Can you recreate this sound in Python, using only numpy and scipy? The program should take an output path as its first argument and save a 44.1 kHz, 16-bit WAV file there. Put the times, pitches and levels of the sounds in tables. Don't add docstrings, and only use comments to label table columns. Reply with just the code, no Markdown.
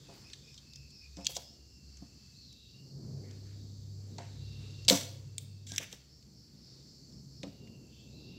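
import sys
import numpy as np
from scipy import signal
from scipy.fft import rfft, irfft
from scipy.io import wavfile
from scipy.ndimage import uniform_filter1d

SR = 44100
rng = np.random.default_rng(int(sys.argv[2]) if len(sys.argv) > 2 else 0)


def wrap_up_sound(samples):
    columns = np.atleast_2d(samples).T
    tamed = np.clip(columns, -1, 1)
    steps = np.round(tamed * 32767).astype(np.int16)
    wavfile.write(sys.argv[1], SR, steps)


N = 369558
T = np.arange(N) / SR


def undb(db):
    return 10 ** (np.asarray(db) / 20)


def unit(x):
    return x / np.sqrt(np.mean(x ** 2))


def fade_60db(t, t60_s):
    return np.exp(-np.log(1000) * t / t60_s)


def read(table):
    s, *columns = np.transpose(table)
    return [np.interp(T, s, column) for column in columns]


def band(x, lo_hz, hi_hz, order=2):
    return signal.sosfilt(signal.butter(order, [lo_hz, hi_hz], "bandpass", fs=SR, output="sos"), x)


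def noise(lo_hz, hi_hz, order=2):
    return unit(band(rng.standard_normal(N), lo_hz, hi_hz, order=order))


def coloured(points, size):
    hz, db = np.transpose(points)
    f = np.maximum(np.fft.rfftfreq(size, 1 / SR), 1)
    spectrum_db = np.interp(np.log(f), np.log(hz), db, -80, db[-1])
    return unit(irfft(rfft(rng.standard_normal(size)) * undb(spectrum_db), size))


def walk(rate):
    k = int(SR / rate)
    steps = np.repeat(rng.standard_normal(N // k + 1), k)
    return 1.32 * uniform_filter1d(uniform_filter1d(steps, k), k)[:N]


def narrow(hz, width_hz):
    pole = np.exp(-np.pi * width_hz / SR)
    z = rng.standard_normal(N) + 1j * rng.standard_normal(N)
    z = signal.lfilter([1], [1, -2 * pole, pole ** 2], z)
    return unit((z * np.exp(2j * np.pi * np.cumsum(hz + 0 * T) / SR)).real)


def arch(start, length):
    return np.sin(np.pi * np.clip((T - start) / length, 0, 1))


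def glide(table):
    rows = np.array(table)
    start, length = rows[:, 0], rows[:, 1]
    times = np.maximum.accumulate(np.c_[start + length / 4, start + length * 3 / 4].ravel())
    return np.interp(T, times, rows[:, 2:4].ravel())


def add(out, x, s):
    i = int(s * SR)
    out[i:i + len(x)] += x[:N - i]


def microphone_hiss():
    # pitch_hz, relative_level_db
    hiss_curve = [(5000, -51.5), (8500, -24.5), (9380, 0.5), (14900, 6.5), (15800, -5)]
    return undb(-80.5) * coloured(hiss_curve, N)


def drone():
    start_s, rise_s, stop_s, fall_s = 3.0, .17, 5.74, 0.23
    start_hz, held_hz, level_db = 90, 99.5, -47
    up = np.clip((T - start_s) / rise_s, 0, 1)
    hz = start_hz + (held_hz - start_hz) * up + 0.42 * walk(4)
    db = level_db + 1.5 * walk(12)
    gate = up ** 2 * np.clip(1 - (T - stop_s) / fall_s, 0, 1) ** 2
    return gate * undb(db) * np.sqrt(2) * np.sin(2 * np.pi * np.cumsum(hz) / SR)


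def traffic():
    # time_s, rumble_db, upper_rumble_db, roar_db
    traffic_curve = [(0, -61.5, -66, -68), (.45, -66, -72, -70), (.7, -65.5, -77.5, -77),
                     (1.55, -67.5, -71.5, -77), (2.03, -61, -76, -75.5), (2.66, -66.5, -83, -79),
                     (2.85, -55.5, -68, -81), (3.0, -53.5, -55.5, -81), (3.4, -56, -62, -72),
                     (3.751, -55, -67, -79), (4.301, -55.5, -65.5, -70), (4.85, -58.5, -60, -69),
                     (5.201, -59, -64, -66), (5.5, -58, -68.5, -76), (6.05, -64.5, -70, -75),
                     (6.498, -61.5, -78.5, -77), (6.78, -58.5, -67.5, -75), (7.2, -57.5, -73.5, -79.5),
                     (7.7, -58.5, -64.5, -77), (8.38, -53.5, -63, -89)]
    # time_s, level_db
    upper_curve = [(0, -63), (.62, -65), (.78, -56), (1.05, -68), (1.25, -57.5), (1.65, -66.5),
                   (2.7, -64.5), (3.08, -42.5), (3.3, -58.5), (4.1, -53), (5.25, -49.5), (6.2, -65.5),
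                   (6.9, -65), (7.5, -52), (7.8, -62.5), (8.38, -57)]
    # time_s, level_db
    hum_curve = [(0, -62), (2.0, -57), (2.4, -68.5), (3.3, -59), (4.1, -65), (4.85, -54), (5.6, -68.5),
                 (7.2, -61.5), (7.65, -70.5), (8.38, -56.5)]
    out = undb(-64.5) * noise(48, 130, order=4)
    for db, (lo, hi) in zip(read(traffic_curve), [(105, 237.3), (240, 450), (600, 6200)]):
        out = out + undb(db + 2.2 * walk(10)) * noise(lo, hi)
    upper = undb(read(upper_curve)[0]) * narrow(136.1, 26.4)
    hum = undb(read(hum_curve)[0]) * narrow(67.5, 6.)
    return out + drone() + upper + hum


def night_chorus():
    # time_s, main_level_db, top_band_level_db
    night_curve = [(0, -64, -68), (1.0, -62.5, -69.5), (1.6, -65, -70), (2.05, -61.5, -69),
                   (2.8, -63.5, -71.5), (3.75, -63.5, -69.5), (4.3, -63.5, -70.5), (4.85, -62, -66.5),
                   (5.4, -65, -71), (6.1, -65, -72), (6.75, -61, -71), (7.1, -61.5, -68),
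                   (7.5, -63.5, -74.5), (8.0, -65.5, -70), (8.38, -63, -73)]
    main_db, top_db = read(night_curve)
    main = unit(noise(4270, 4756) + noise(4350, 5670, order=3))
    top = unit(noise(5910, 6470) + 0.98 * noise(6900, 7680) + 0.13 * noise(4400, 7800))
    return undb(main_db + 1.2 * walk(12)) * main + undb(top_db + .8 * walk(6.5)) * top


def swelling_chorus():
    # start_s, length_s, first_hz, last_hz, width_share (0 thin to 1 broad), level_db
    swells = [(-.1, .3, 3660, 3800, 1, -69), (.24, .46, 3570, 3750, 0.4, -68.5),
              (.85, 0.67, 3910, 4000, .8, -77), (2.17, .2, 3415, 3500, 0.7, -77),
              (2.33, 0.21, 4380, 4210, .2, -60.5), (2.4, 0.42, 3950, 3820, 0.17, -62.5),
              (3.2, 0.84, 4040, 3950, 0.99, -73), (4.05, 0.44, 4000, 4000, .7, -68),
              (4.3, 0.68, 3920, 3920, 0.66, -63), (5.45, .4, 3810, 3800, .8, -75),
              (6.5, .5, 3890, 3850, 0.51, -75), (7.35, 0.39, 4000, 3850, 0.53, -74.5),
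              (7.88, 0.22, 3430, 3500, .9, -67), (8.06, 0.41, 4120, 3850, 0.4, -64)]
    centre_hz = glide(swells)
    thin, broad = narrow(centre_hz, 250.), narrow(centre_hz - 150, 670.0)
    out = undb(-88.5) * broad
    for s, length, _, _, wide, db in swells:
        mix = np.sqrt(1 - wide) * thin + np.sqrt(wide) * broad
        out = out + undb(db) * arch(s, length) * mix
    return out


def low_chorus():
    # start_s, length_s, first_hz, last_hz, level_db
    low_phrases = [(.03, 0.16, 2600, 2550, -69.5), (.22, .14, 2530, 2530, -66),
                   (.42, 0.14, 2490, 2500, -64.5), (.58, 0.48, 2640, 2580, -68),
                   (1.0, .11, 2490, 2440, -62.5), (1.1, 0.32, 2540, 2650, -66.5),
                   (1.38, .6, 2850, 2730, -74.5), (1.8, 0.84, 2693, 2630, -75.5),
                   (2.5, 0.46, 2720, 2820, -70.5), (4.36, .6, 2750, 2740, -65.5),
                   (5.0, 0.84, 2700, 2640, -75), (7.4, 0.57, 2850, 2736, -70.5),
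                   (7.82, 0.42, 2710, 2666, -70.5), (8.15, 0.61, 2740, 2780, -63)]
    hz = glide(low_phrases)
    level = sum(undb(db) * arch(s, length) for s, length, _, _, db in low_phrases)
    return level * undb(1.3 * walk(30)) * unit(narrow(hz, 130.0) + 0.36 * narrow(hz, 700.))


def cricket():
    # first_throb_s, last_throb_s, level_db
    bouts = [(0.268, .76, -62), (0.992, 1.48, -58), (1.73, 1.73, -62.5), (6.152, 7.39, -63)]
    period_s, throb_s = 0.251, 0.075
    level = np.zeros(N)
    for first, last, db in bouts:
        for s in np.arange(first, last + period_s / 2, period_s):
            level += undb(db) * np.exp(-((T - s) / throb_s) ** 2)
    return level * unit(noise(5300, 5570) + noise(5000, 5130))


def knocks():
    # start_s, level_db, deep_share_db, bright_share_db, ring_scale
    knock_table = [(0.088, -51, -10, -4, 3), (1.172, -52, 11, 3, 0.6), (1.184, -43.5, -2, -7, 2.4),
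                   (1.293, -42.5, -26, -11, 1.2), (1.366, -26.5, -21, -14.5, 0.61),
                   (2.022, -46.5, 5, -7, 0.71), (4.185, -32, -36, -1, 0.37), (4.199, -45.5, -7, 0, 1.6),
                   (4.881, -34, -5.5, -4.5, 2.7), (4.907, -17.5, -7.5, -13.5, 1.5),
                   (4.923, -24.5, 4, -2.5, 1.1), (5.717, -47.5, 3, -3.5, 0.98),
                   (5.798, -39, -12, -13, 1.44), (5.929, -36.5, -13, -18.5, 0.69),
                   (7.434, -33, -5, -24, 1.23), (7.469, -49.5, 9.5, -18, 0.97)]
    # pitch_hz, level_db, ring_s (60 dB fade at ring scale 1)
    bench_modes = [(186.7, 1.5, 0.096), (277.7, -1.5, 0.11), (534, 0, 0.041), (688, 2, 0.053),
                   (934, -10.5, 0.068), (1500, -25, 0.013)]
    out, t = np.zeros(N), np.arange(16384) / SR
    for s, db, deep_db, bright_db, scale in knock_table:
        ring, shake = 0, rng.standard_normal(len(t))
        loose_parts = [(130, 273, deep_db - 12.5, 0.3), (347.8, 680, -9, 0.096),
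                       (610, 990, bright_db - 10.0, 0.19)]
        for lo, hi, share_db, t60 in loose_parts:
            ring = ring + undb(share_db) * unit(band(shake, lo, hi)) * fade_60db(t, t60 * scale)
        for hz, mode_db, t60 in bench_modes:
            detune, phase = rng.standard_normal(2)
            share_db = deep_db if hz < 400 else bright_db if hz > 600 else 0
            mode = np.sin(2 * np.pi * hz * (1 + .012 * detune) * t + phase)
            ring = ring + undb(mode_db + share_db) * mode * fade_60db(t, t60 * scale)
        add(out, undb(db) * ring * (1 - np.exp(-t / 0.002)), s)
    return out


def barrel(x):
    # pitch_hz, width_hz, level_db
    tube_modes = [(2280, 220, 9), (3310, 170, 0.5), (3670, 490, 8.5), (5040, 2200, 4.5), (5830, 790, 6.5),
                  (7300, 650, 2), (8200, 700, -47)]
    ring = sum(undb(db) * signal.lfilter(*signal.iirpeak(hz, hz / width, SR), x)
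               for hz, width, db in tube_modes)
    return band(ring, 2570, 8100, order=4)


def clicks():
    # start_s, body_peak_db, centre_hz, treble_db and low_edge_db (re body),
    # ring_ms (60 dB fade)
    click_table = [(0.0885, -51, 5710, -25, -20, 13), (0.1385, -52, 7400, -8, -25, 14),
                   (0.3, -45, 3920, -31, -11, 15), (0.333, -32.5, 3850, -42, -13, 32),
                   (0.543, -43, 4770, -26, -34, 15), (0.5775, -41, 4030, -29, -36, 45),
                   (0.735, -40.5, 4740, -22, -30, 12), (0.758, -37.5, 5470, -22, -28, 19),
                   (0.9044, -53.5, 6700, -27, -36, 42), (1.169, -38.5, 5600, -37, -22, 25),
                   (1.2466, -32, 6070, -35, -30, 17), (1.255, -30.5, 6800, -35, -27, 14),
                   (1.259, -34, 3520, -30, -20, 20), (1.2652, -29.5, 3400, -30, -36, 10),
                   (1.2676, -12, 4900, -22, -25, 17), (1.3639, -35.5, 3500, -28, -12, 16),
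                   (1.367, -20, 5600, -17, -34, 14), (1.9703, -45, 5800, -32, -18, 31),
                   (2.5272, -45, 5000, -16, -55, 19), (3.31, -46.5, 5630, -31, -11, 23),
                   (4.183, -36, 4160, -39, -13.5, 21), (4.8494, -39, 6010, -28, -27, 23),
                   (4.8817, -10, 3730, -25, -27, 14), (4.8863, -4, 4400, -20, -28, 10),
                   (4.8982, -4, 4300, -20, -18, 14), (4.9097, -18, 3210, -18.5, -27, 21),
                   (5.3812, -19, 7200, -16, -28, 16), (5.4101, -51, 7130, -10.5, -30.5, 11),
                   (5.7192, -27.5, 6100, -30.5, -24.5, 12), (5.761, -23, 5820, -25, -27, 13),
                   (5.7806, -12.5, 3300, -16, -8, 22), (5.9275, -27.5, 3450, -19, -36.5, 16),
                   (6.2256, -48.5, 4700, -36, -25, 26), (7.1246, -50, 5120, -22, -31, 14),
                   (7.4315, -33, 3950, -43, -5, 31), (7.674, -54, 4000, -31, -1, 16)]
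    out, t = np.zeros(N), np.arange(4096) / SR
    for s, db, hz, treble_db, low_db, ring_ms in click_table:
        crack = 0.33 * np.exp(-t / 0.00016)
        burst = np.sign(rng.standard_normal(len(t))) * (fade_60db(t, ring_ms / 1000) + crack)
        body = .5 * barrel(burst) + 2.7 * band(burst, hz / 1.205, hz * 1.166)
        top = band(burst, 9000, 16500, order=3)
        low = band(burst, 1700, 2600, order=3)
        colour = unit(body) + undb(treble_db) * unit(top) + undb(low_db) * unit(low)
        body_gain = undb(db) / abs(body).max()
        add(out, body_gain * np.std(body) * colour, s)
    return out


def squeaks():
    # start_s, length_s, pitch_hz, width_hz, level_db
    squeak_table = [(5.672, .04, 7300, 300, -47), (5.7, .065, 1610, 80, -54), (4.905, .1, 10800, 150, -53),
                    (.139, .09, 14300, 2200, -70), (3.23, .1, 2000, 350, -66)]
    out, t = np.zeros(N), np.arange(8192) / SR
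    for s, length, hz, width_hz, db in squeak_table:
        shape = np.interp(t / length, [0, .15, .7, 1], [0, 0.65, 0.46, 0.0])
        note = band(rng.standard_normal(len(t)), hz - width_hz / 2, hz + width_hz / 2)
        add(out, undb(db) * shape * unit(note), s)
    return out


def slides():
    # start_s, rise_s, hold_s, fade_db_per_s, level_db, low_edge_db and treble_db (re body)
    strokes = [(1.162, 0.0044, 0.045, 398, -65, -6, -24), (1.265, .03, 0.028, 900, -52.5, -13, -0.5),
               (1.331, 0.034, 0.0034, 1200, -36, -39, -16), (1.385, 0.0074, .03, 400, -60, -7, -5),
               (3.233, .06, 0.022, 152, -75.5, 7, -20), (3.4, 0.068, 0.069, 120, -75.5, 2, -20),
               (4.18, .003, 0.0064, 107, -61, 3, -30), (4.882, 0.0069, .01, 900, -21, -11.5, -9.5),
               (4.897, .01, 0.045, 171, -31, -12.5, -10.5), (5.381, 0.028, .01, 248.5, -63, -25, -0.5),
               (5.663, .004, 0.06, 201, -49, -22, -19), (5.727, 0.022, 0.03, 500, -55, -1, -8.5),
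               (5.798, 0.012, 0.023, 350, -51, 1, -8.5), (5.88, 0.039, .005, 249.5, -54, -7, -10.5),
               (7.43, .003, 0.0034, 150, -64, -3, -16)]
    grit = rng.standard_normal(N) * undb(2.5 * walk(300) + .6 * walk(60))
    body = unit(barrel(grit))
    hollow = unit(band(grit, 1400, 2900))
    top = unit(band(grit, 9500, 16500))
    out = np.zeros(N)
    for s, rise, hold, fade, db, low_db, treble_db in strokes:
        at = slice(int(s * SR), int(s * SR) + SR // 2)
        t = T[at] - s
        rise_db = -36 * np.clip(1 - t / rise, 0, 1)
        fade_db = -fade * np.maximum(t - rise - hold, 0)
        colour = body[at] + undb(low_db) * hollow[at] + undb(treble_db) * top[at]
        out[at] += undb(db + rise_db + fade_db) * colour
    return out


def room(x):
    # pitch_hz, relative_level_db
    wall_colour = [(200, -12.5), (600, 3), (1500, -2), (3500, -0.5), (6500, -5), (9000, -8), (15000, -3)]
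    t60_s, level_db, onset_s = 0.57, -13.5, 0.0012
    t = np.arange(SR) / SR
    tail = coloured(wall_colour, SR) * fade_60db(t, t60_s) * (1 - np.exp(-(t / onset_s) ** 2))
    tail = tail / np.sqrt(np.sum(tail ** 2))
    return signal.fftconvolve(x, undb(level_db) * tail)[:N]


def scene():
    outside = traffic() + night_chorus() + swelling_chorus() + low_chorus() + cricket()
    near = knocks() + clicks() + squeaks() + slides()
    return (microphone_hiss() + outside + near + room(near))[None]


def record(dry):
    threshold_db, power, smoothing_s, top_hz = -52.5, 0.074, 0.26, 15750
    pole = np.exp(-1 / (smoothing_s * SR))
    treble_power = band(dry, 1000, 14000) ** 2
    loud = signal.lfilter([(1 - pole) ** 2], [1, -2 * pole, pole ** 2], treble_power)
    gain = (1 + loud / undb(2 * threshold_db)) ** -power
    return signal.sosfilt(signal.ellip(10, .2, 60, top_hz, fs=SR, output="sos"), dry * gain)


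dry = scene()
out = record(dry)
wrap_up_sound(out)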